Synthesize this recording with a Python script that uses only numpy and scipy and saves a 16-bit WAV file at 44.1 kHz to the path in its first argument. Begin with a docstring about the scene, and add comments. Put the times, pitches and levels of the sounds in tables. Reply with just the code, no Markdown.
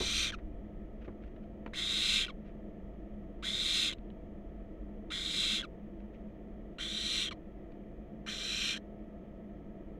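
"""Barn owl chicks beg in a wooden nest box that drones faintly from a distant rumble.
First the box is bumped, in the middle of a rasping hiss of air forced through a chick's throat.
Bills and claws tick and feathers brush the litter. Then five more hisses follow, about 1.6 s apart:
each opens with a rough chirp, swells as the bill opens and chokes off in a falling squeak.
The walls colour every call differently. At the end the drone is left, with a thin, faint tone."""
import sys
import numpy as np
from scipy import signal
from scipy.fft import rfft, irfft, next_fast_len
from scipy.io import wavfile
from scipy.ndimage import map_coordinates

SR = 44100
rng = np.random.default_rng(int(sys.argv[2]) if len(sys.argv) > 2 else 0)


def generate_wav(sig):
    """Save sig (samples, or channels by samples) to the path in sys.argv[1] as 16-bit PCM at SR."""
    pcm = np.round(np.clip(np.atleast_2d(sig).T, -1, 1) * 32767).astype(np.int16)
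    wavfile.write(sys.argv[1], SR, pcm)


N = 440559
T = np.arange(N) / SR


def amp(db):
    """Turn decibels into a number to multiply by."""
    return 10 ** (np.asarray(db) / 20)


def unit(x):
    """Scale a sound to an average (rms) level of 1."""
    return x / np.sqrt(np.mean(x ** 2) + 1e-20)


def along(points, hz):
    """Read between (frequency, value) points, with octaves evenly spaced."""
    freqs, values = np.transpose(points)
    return np.interp(np.log(hz + 1), np.log(freqs + 1), values)


def wobble(rate, n):
    """A smooth random curve of n samples, through rate random points a second."""
    return map_coordinates(rng.standard_normal(int(n * rate / SR) + 4), [np.arange(n) * rate / SR])


def filtered(x, response):
    """Multiply each frequency in a sound by response(frequency)."""
    size = next_fast_len(len(x) + 4096)
    return irfft(rfft(x, size) * response(np.fft.rfftfreq(size, 1 / SR)), size)[:len(x)]


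def noise(colour, n):
    """Noise of level 1, coloured by a (frequency, level) table."""
    return unit(filtered(rng.standard_normal(n), lambda hz: amp(along(colour, hz))))


def bell(x, centre, width):
    """A bell-shaped hill of height 1."""
    return np.exp(-.5 * ((x - centre) / width) ** 2)


def gate(t, length, rise, fall):
    """Fade in at 0 and out at length."""
    return np.clip(t / rise, 0, 1) * np.clip((length - t) / fall + .5, 0, 1)


def add(track, start, sound):
    """Mix a sound into the track at start seconds; it may have begun before 0."""
    first = round(start * SR)
    sound = sound[max(-first, 0):]
    part = track[max(first, 0):][:len(sound)]
    part += sound[:len(part)]


# the calls: (start [s], end [s], fade-in [s], top level [dB], top reached at [share of length],
# brightness [dB per octave], open-bill boost [dB], chirp pitch [Hz], head pose, lean [-2 to 2])
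CALLS = [(-.17, 0.31, .02, -33, 0.68, 1.1, -2.5, 1200, "aside", -1),
         (1.734, 2.257, 0.052, -30, 0.75, 2.2, 2, 1810, "facing", -0.59),
         (3.425, 3.92, 0.028, -31, .68, 2.7, -0.5, 1206, "facing", -.8),
         (5.103, 5.62, .02, -33, 0.58, 2, -1.3, 1138, "facing", -0.11),
         (6.784, 7.292, 0.025, -33.5, 0.73, 1.64, -1.6, 1240, "facing", 1.9),
         (8.263, 8.766, 0.025, -34, 0.85, 1.05, 5, 1076, "aside", 1)]
# squeaks as the throat shuts: (time [s], length [s], level [dB], first pitch [Hz], roughness [0 to 1])
CLOSING_SQUEAKS = [(0.321, 0.03, -44.5, 1890, 0.22), (2.262, 0.013, -45, 2840, 0.43),
                   (2.281, 0.027, -47, 1540, 0.2), (3.924, .013, -43.5, 3470, .7),
                   (5.626, 0.029, -46.5, 1734, 0.2), (7.309, 0.022, -43.5, 1370, 0.3),
                   (8.763, 0.016, -44, 2100, 0.8)]

def chicks():
    """Each call is a rising chirp, a hiss and falling squeaks, all from one head position."""
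    out = np.zeros(N)
    for start, end, attack, peak_db, crest, tilt_db, open_db, chirp_hz, pose, lean in CALLS:
        chirp = squeak(length=.022, db=-47, first_hz=chirp_hz, rough=.556, octaves_per_s=25.5)
        add(out, start, off_walls(chirp, pose, lean))
        add(out, start, hiss(end - start, attack, peak_db, crest, tilt_db, open_db, pose, lean))
        for time, length, db, first_hz, rough in CLOSING_SQUEAKS:
            if abs(time - end) < .5:
                falling = squeak(length, db, first_hz, rough, octaves_per_s=-21)
                add(out, time, off_walls(falling, pose, lean))
    return out


# how throat and bill move in a hiss: (position [share of length], whistle pitch [Hz],
# whistle boost [dB], open-bill boost [dB], throat boost [dB])
MOUTH_MOVES = [(0, 2800, 7, -5, 16), (.07, 3350, 5, -7.5, 5), (.2, 3536, 7.5, -6, 1),
               (.33, 3780, 5.5, -3.5, -1), (.46, 3920, 4.5, -2, -3), (0.679, 3950, 2, 1, -4),
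               (.84, 3750, 1.5, 4, -3), (.93, 3450, 6, 3, 0), (1, 3100, 17.5, 1, 15)]
# the colour of the rushing air: (frequency [Hz], level [dB])
HISS_COLOUR = [(600, -54.5), (950, -25.5), (1250, -12), (1750, -12), (2200, -8), (2900, -6.5), (3300, 0.5),
               (4100, -0.5), (4550, -19), (6000, -16.5), (7300, -21), (9500, -26), (10500, -35),
               (12500, -41), (15000, -49)]

def hiss(length, attack, peak_db, crest, tilt_db, open_db, pose, lean):
    """Air rushes through a moving throat and bill, and the box colours the sound."""
    n = round(length * SR) + 1024
    t = np.arange(n) / SR
    hz, times, slices = signal.stft(rng.standard_normal(n), SR, nperseg=256)
    hz = hz[:, None]
    position, *moves = np.transpose(MOUTH_MOVES)
    whistle_hz, whistle_db, bill_db, throat_db = [np.interp(times / length, position, m) for m in moves]
    colour_db = along(HISS_COLOUR, hz) + tilt_db * np.log2((hz + 1) / 3500)
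    # a whistle and its octave climb with effort, then sink as the throat closes
    whistle = whistle_db * (bell(hz, whistle_hz, 165) + .35 * bell(hz, 2 * whistle_hz, 350))
    # the open bill rings lower; with the bill nearly shut the throat takes over
    bill = (bill_db + open_db) * bell(hz, 2675, 240)
    throat = throat_db * bell(hz, 1770, 570)
    colour = amp(colour_db + whistle + bill + throat)
    air = signal.istft(slices * colour / np.linalg.norm(colour, axis=0), SR, nperseg=256)[1][:n]
    # the flow flutters, then breaks into pulses just before it stops
    flutter_db = .67 * wobble(450, n)
    pulse_db = 5.5 * np.exp(-abs(length - t) / .024) * np.sin(2 * np.pi * 140 * t + wobble(60, n))
    rasp = air * amp(flutter_db + pulse_db)
    in_box = unit(off_walls(filtered(rasp, standing_waves), pose, lean))
    return in_box * amp(peak_db + effort(t, length, crest)) * gate(t, length, rise=attack, fall=.004)


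def effort(t, length, crest):
    """The chick pushes, swells, holds and runs out of air: the change of level in dB."""
    push = 1.5 * bell(t, centre=.048, width=.02)
    swell = 8.5 * np.minimum(t / (crest * length) - 1, 0)
    release = 10 * np.clip(1 - (length - t) / .11, 0, 1) ** 3
    return push + swell - release


# the colour of the narrow throat: (frequency [Hz], level [dB])
THROAT_COLOUR = [(700, -4), (1000, 2), (1400, 7.5), (2400, 2), (3300, -1), (4200, -2), (4800, -20),
                 (5800, -15), (8000, -38), (15000, -44)]

def squeak(length, db, first_hz, rough, octaves_per_s):
    """The throat springs open with a puff, then gives a short, breathy, sliding whistle."""
    n = SR // 16
    t = np.arange(n) / SR
    pitch = first_hz * 2 ** (octaves_per_s * np.minimum(t, length))
    tone = np.zeros(n)
    for k in range(1, 7):  # each overtone wavers on its own, the high ones more
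        strength = amp(1.7 * wobble(300, n))
        waver_hz = (12 + 250 * rough) * np.sqrt(k) * wobble(1400, n)
        tone += strength * np.sin(2 * np.pi * np.cumsum(k * pitch + waver_hz) / SR)
    tone = unit(filtered(tone, lambda hz: amp(along(THROAT_COLOUR, hz))))
    puff = 1.3 * np.exp(-t / .003) * noise(THROAT_COLOUR, n)
    voice = np.sqrt(1 - rough ** 2) * tone + rough * noise(HISS_COLOUR, n)
    return amp(db) * gate(t, length, rise=.00099, fall=.0053) * (puff + voice)


# echoes for each head pose: (delay [ms], strength [share], extra delay per step of lean [ms])
WALL_ECHOES = {"facing": [(.268, 0.1, .012), (.406, .191, -0.018), (.548, 0.15, -0.013), (.635, .205, .005),
               (.762, .238, -.022), (.843, .13, .012), (.997, .229, .006), (1.408, .092, -.056),
               (1.805, .137, -.059), (2.605, 0.095, -.015)], "aside": [(.162, .328, 0), (.362, 0.27, .004),
               (.5, .231, 0.031), (.672, 0.2, .004), (.771, .241, -.055), (1.25, .089, .003),
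               (1.619, .134, .021), (1.72, .104, 0), (1.981, 0.11, .009), (2.432, 0.11, .016)]}

def off_walls(x, pose, lean):
    """Add wall echoes, keeping the level; leaning makes some paths shorter and others longer."""
    def echoes(hz):
        return 1 + sum(strength * np.exp(-2j * np.pi * hz * (ms + lean * extra_ms) / 1000)
                       for ms, strength, extra_ms in WALL_ECHOES[pose])
    return unit(filtered(x, echoes)) * np.std(x)


# pitches the box boosts or weakens: (frequency [Hz], width [Hz], boost [dB])
BOX_WAVES = [(1135, 30, 0), (1560, 47, 3.5), (1715, 41, -5.5), (1940, 40, 4), (2116, 35, 6.5),
             (2240, 35, -0.5), (2369, 32, 7.5), (2710, 32, 3), (3000, 120, -6.5), (3106, 50, 5),
             (3560, 70, 1.5), (3820, 31, -5.5), (4370, 33, -5.5), (4970, 21, 2), (5280, 35, 2),
             (5450, 91, -1.5), (5780, 150, 2)]

def standing_waves(hz):
    """Waves trapped between the walls add up at some pitches and cancel at others."""
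    return amp(sum(db * bell(hz, centre, width) for centre, width, db in BOX_WAVES))


def box_ring(x, t60):
    """The wooden box rings on briefly, fading by 60 dB in t60 seconds."""
    t = np.arange(SR // 6) / SR
    tail = rng.standard_normal(len(t)) * amp(-60 * t / t60) * (t > .002)
    return signal.fftconvolve(x, tail / np.linalg.norm(tail))[:N]


# bill and claw taps: (time [s], relative level [dB], knock against tick [dB],
# time for the tick to fade 60 dB [s], ringing pitch [Hz])
CLAW_TAPS = [(.385, -56, -17, 0.077, 2000), (1.079, -52.5, 14.5, 0.037, 1830),
             (1.362, -53.5, -6.5, .03, 2180), (1.662, -38, -3, 0.023, 2290), (1.676, -54, -6, .05, 2320),
             (3.984, -54, -8, 0.019, 3600), (4.102, -48.5, -15, 0.014, 3000), (7.719, -56, -15, .025, 4300)]
# down and litter brushing: (time [s], length [s], level [dB])
FEATHER_SCUFFS = [(1.003, .035, -65.5), (1.037, 0.036, -63.5), (1.215, 0.044, -67.5), (1.255, .045, -71),
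                  (1.423, 0.028, -71), (2.44, 0.074, -68), (5.99, 0.023, -72), (6.126, 0.045, -71)]
# the colours of a tick, a knock on the boards and a scuff: (frequency [Hz], level [dB])
TICK_COLOUR = [(300, -14), (900, 7), (2200, 1.5), (4000, -8.5), (5000, -25), (6500, -27), (8500, -40),
               (15000, -54)]
KNOCK_COLOUR = [(40, -9.5), (90, -8), (320, -2), (700, -9.5), (1100, -16), (2500, -33.5), (6000, -85),
                (15000, -110)]
SCUFF_COLOUR = [(500, -20), (1500, 11.5), (2800, 8), (4300, -7.5), (6200, -14.5), (7500, -26), (15000, -46)]

def shuffling():
    """The chicks shift about: ticks with a dull knock, soft scuffs and one heavier bump."""
    out, n = np.zeros(N), SR // 4
    t = np.arange(n) / SR
    strike = lambda t60: np.sin(np.pi / 2 * np.clip(t / .00094, 0, 1)) ** 2 * amp(-60 * t / t60)
    for time, db, knock_db, t60, ring_hz in CLAW_TAPS:
        # the bill or wood chip that is struck rings at a pitch of its own
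        ring = unit(filtered(noise(TICK_COLOUR, n), lambda hz: amp(7.3 * bell(hz, ring_hz, 400))))
        tick = ring * strike(t60) * amp(1.1 * wobble(490, n))
        knock = noise(KNOCK_COLOUR, n) * strike(t60=.075) * amp(knock_db)
        add(out, time, amp(db - 1) * (tick + knock))
    for time, length, db in FEATHER_SCUFFS:
        stroke = np.sin(np.pi * np.clip(t / length, 0, 1)) * amp(2.8 * wobble(400, n))
        add(out, time, amp(db) * stroke * noise(SCUFF_COLOUR, n))
    bump = noise(KNOCK_COLOUR, n) * np.clip(t / .0048, 0, 1) * amp(-33.5 - 60 * t / .17)
    add(out, .004, bump)
    return out


# the low notes of the box: (frequency [Hz], width [Hz], relative level [dB])
BOX_NOTES = [(209.2, 13.8, 2.5), (311.2, 51, -5.5), (650, 54, -14.5)]

def box_drone():
    """Noise from far away keeps the box droning at its own low notes."""
    def response(hz):
        notes = sum(amp(db) * 1j * hz * width / (centre ** 2 - hz ** 2 + 1j * hz * width)
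                    for centre, width, db in BOX_NOTES)
        return notes / (1 + (hz / 730) ** 16)  # cut off above 730 Hz
    return amp(-49.5) * unit(filtered(rng.standard_normal(N), response))


# mains hum and a camera's high whine: (frequency [Hz], level [dB])
HUM_TONES = [(49.8, -57.5), (6428, -101)]
# a thin tone that swells near the end: (time [s], level [dB])
THIN_TONE_LEVELS = [(0, -80.5), (8.7, -89.5), (8.85, -79), (10, -81)]

def hum():
    """Two steady electrical tones and a thin one that wavers."""
    steady = sum(amp(db) * np.sin(2 * np.pi * hz * T) for hz, db in HUM_TONES)
    thin_level = amp(np.interp(T, *np.transpose(THIN_TONE_LEVELS)))
    thin = thin_level * np.sin(2 * np.pi * 1292 * T + .7 * wobble(25, N))
    return np.sqrt(2) * (steady + thin)


# the distant rumble at its quietest: (time [s], level [dB])
RUMBLE_LOWS = [(0.1, -46.5), (0.78, -49), (0.97, -52.5), (5.5, -53.5), (6.0, -56), (7.71, -55), (8.89, -60),
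               (9.9, -55)]
# the colours of the rumble, the low noise in the box and the air: (frequency [Hz], level [dB])
RUMBLE_COLOUR = [(10, -7.5), (25, 1), (48, 0.5), (58, -2.5), (66, -11.5), (82, -6.5), (120, -26.5),
                 (250, -46), (1000, -88.5)]
LOW_NOISE_COLOUR = [(50, -15), (110, 1), (155, 6), (260, 2), (380, -3.5), (440, -3), (500, 2.5),
                    (590, -1.5), (690, -0.5), (790, -24), (1500, -40), (3000, -66)]
AIR_COLOUR = [(500, -10.5), (800, 0), (880, 7.5), (1000, -2.5), (1300, 2), (1500, -9.5), (1750, 0),
              (2000, 0.5), (2100, -6), (2380, -4.5), (2650, -11), (3200, -9), (3700, -19.5), (4600, -26),
              (6300, -27), (9000, -34), (15500, -30.5)]

def rumble_and_air():
    """A distant rumble slowly sinks, over steady low noise and faint air."""
    rumble_db = np.interp(T, *np.transpose(RUMBLE_LOWS)) + 4  # its average lies above its lows
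    rumble = amp(rumble_db) * noise(RUMBLE_COLOUR, N)
    return rumble + amp(-55) * noise(LOW_NOISE_COLOUR, N) + amp(-69) * noise(AIR_COLOUR, N)


def scene():
    """The chicks in their ringing box, over the background, in one channel."""
    birds = chicks() + shuffling()
    ring = amp(-13) * box_ring(birds, t60=.041)
    return (birds + ring + box_drone() + hum() + rumble_and_air())[None]


def record(dry):
    """Soften both ends and cut off the very highest treble."""
    top_hz = 15720
    fade = np.clip(np.minimum(T, T[::-1]) / .002, 0, 1)
    return filtered(dry[0] * fade, lambda hz: hz < top_hz)[None]


dry = scene()
out = record(dry)
generate_wav(out)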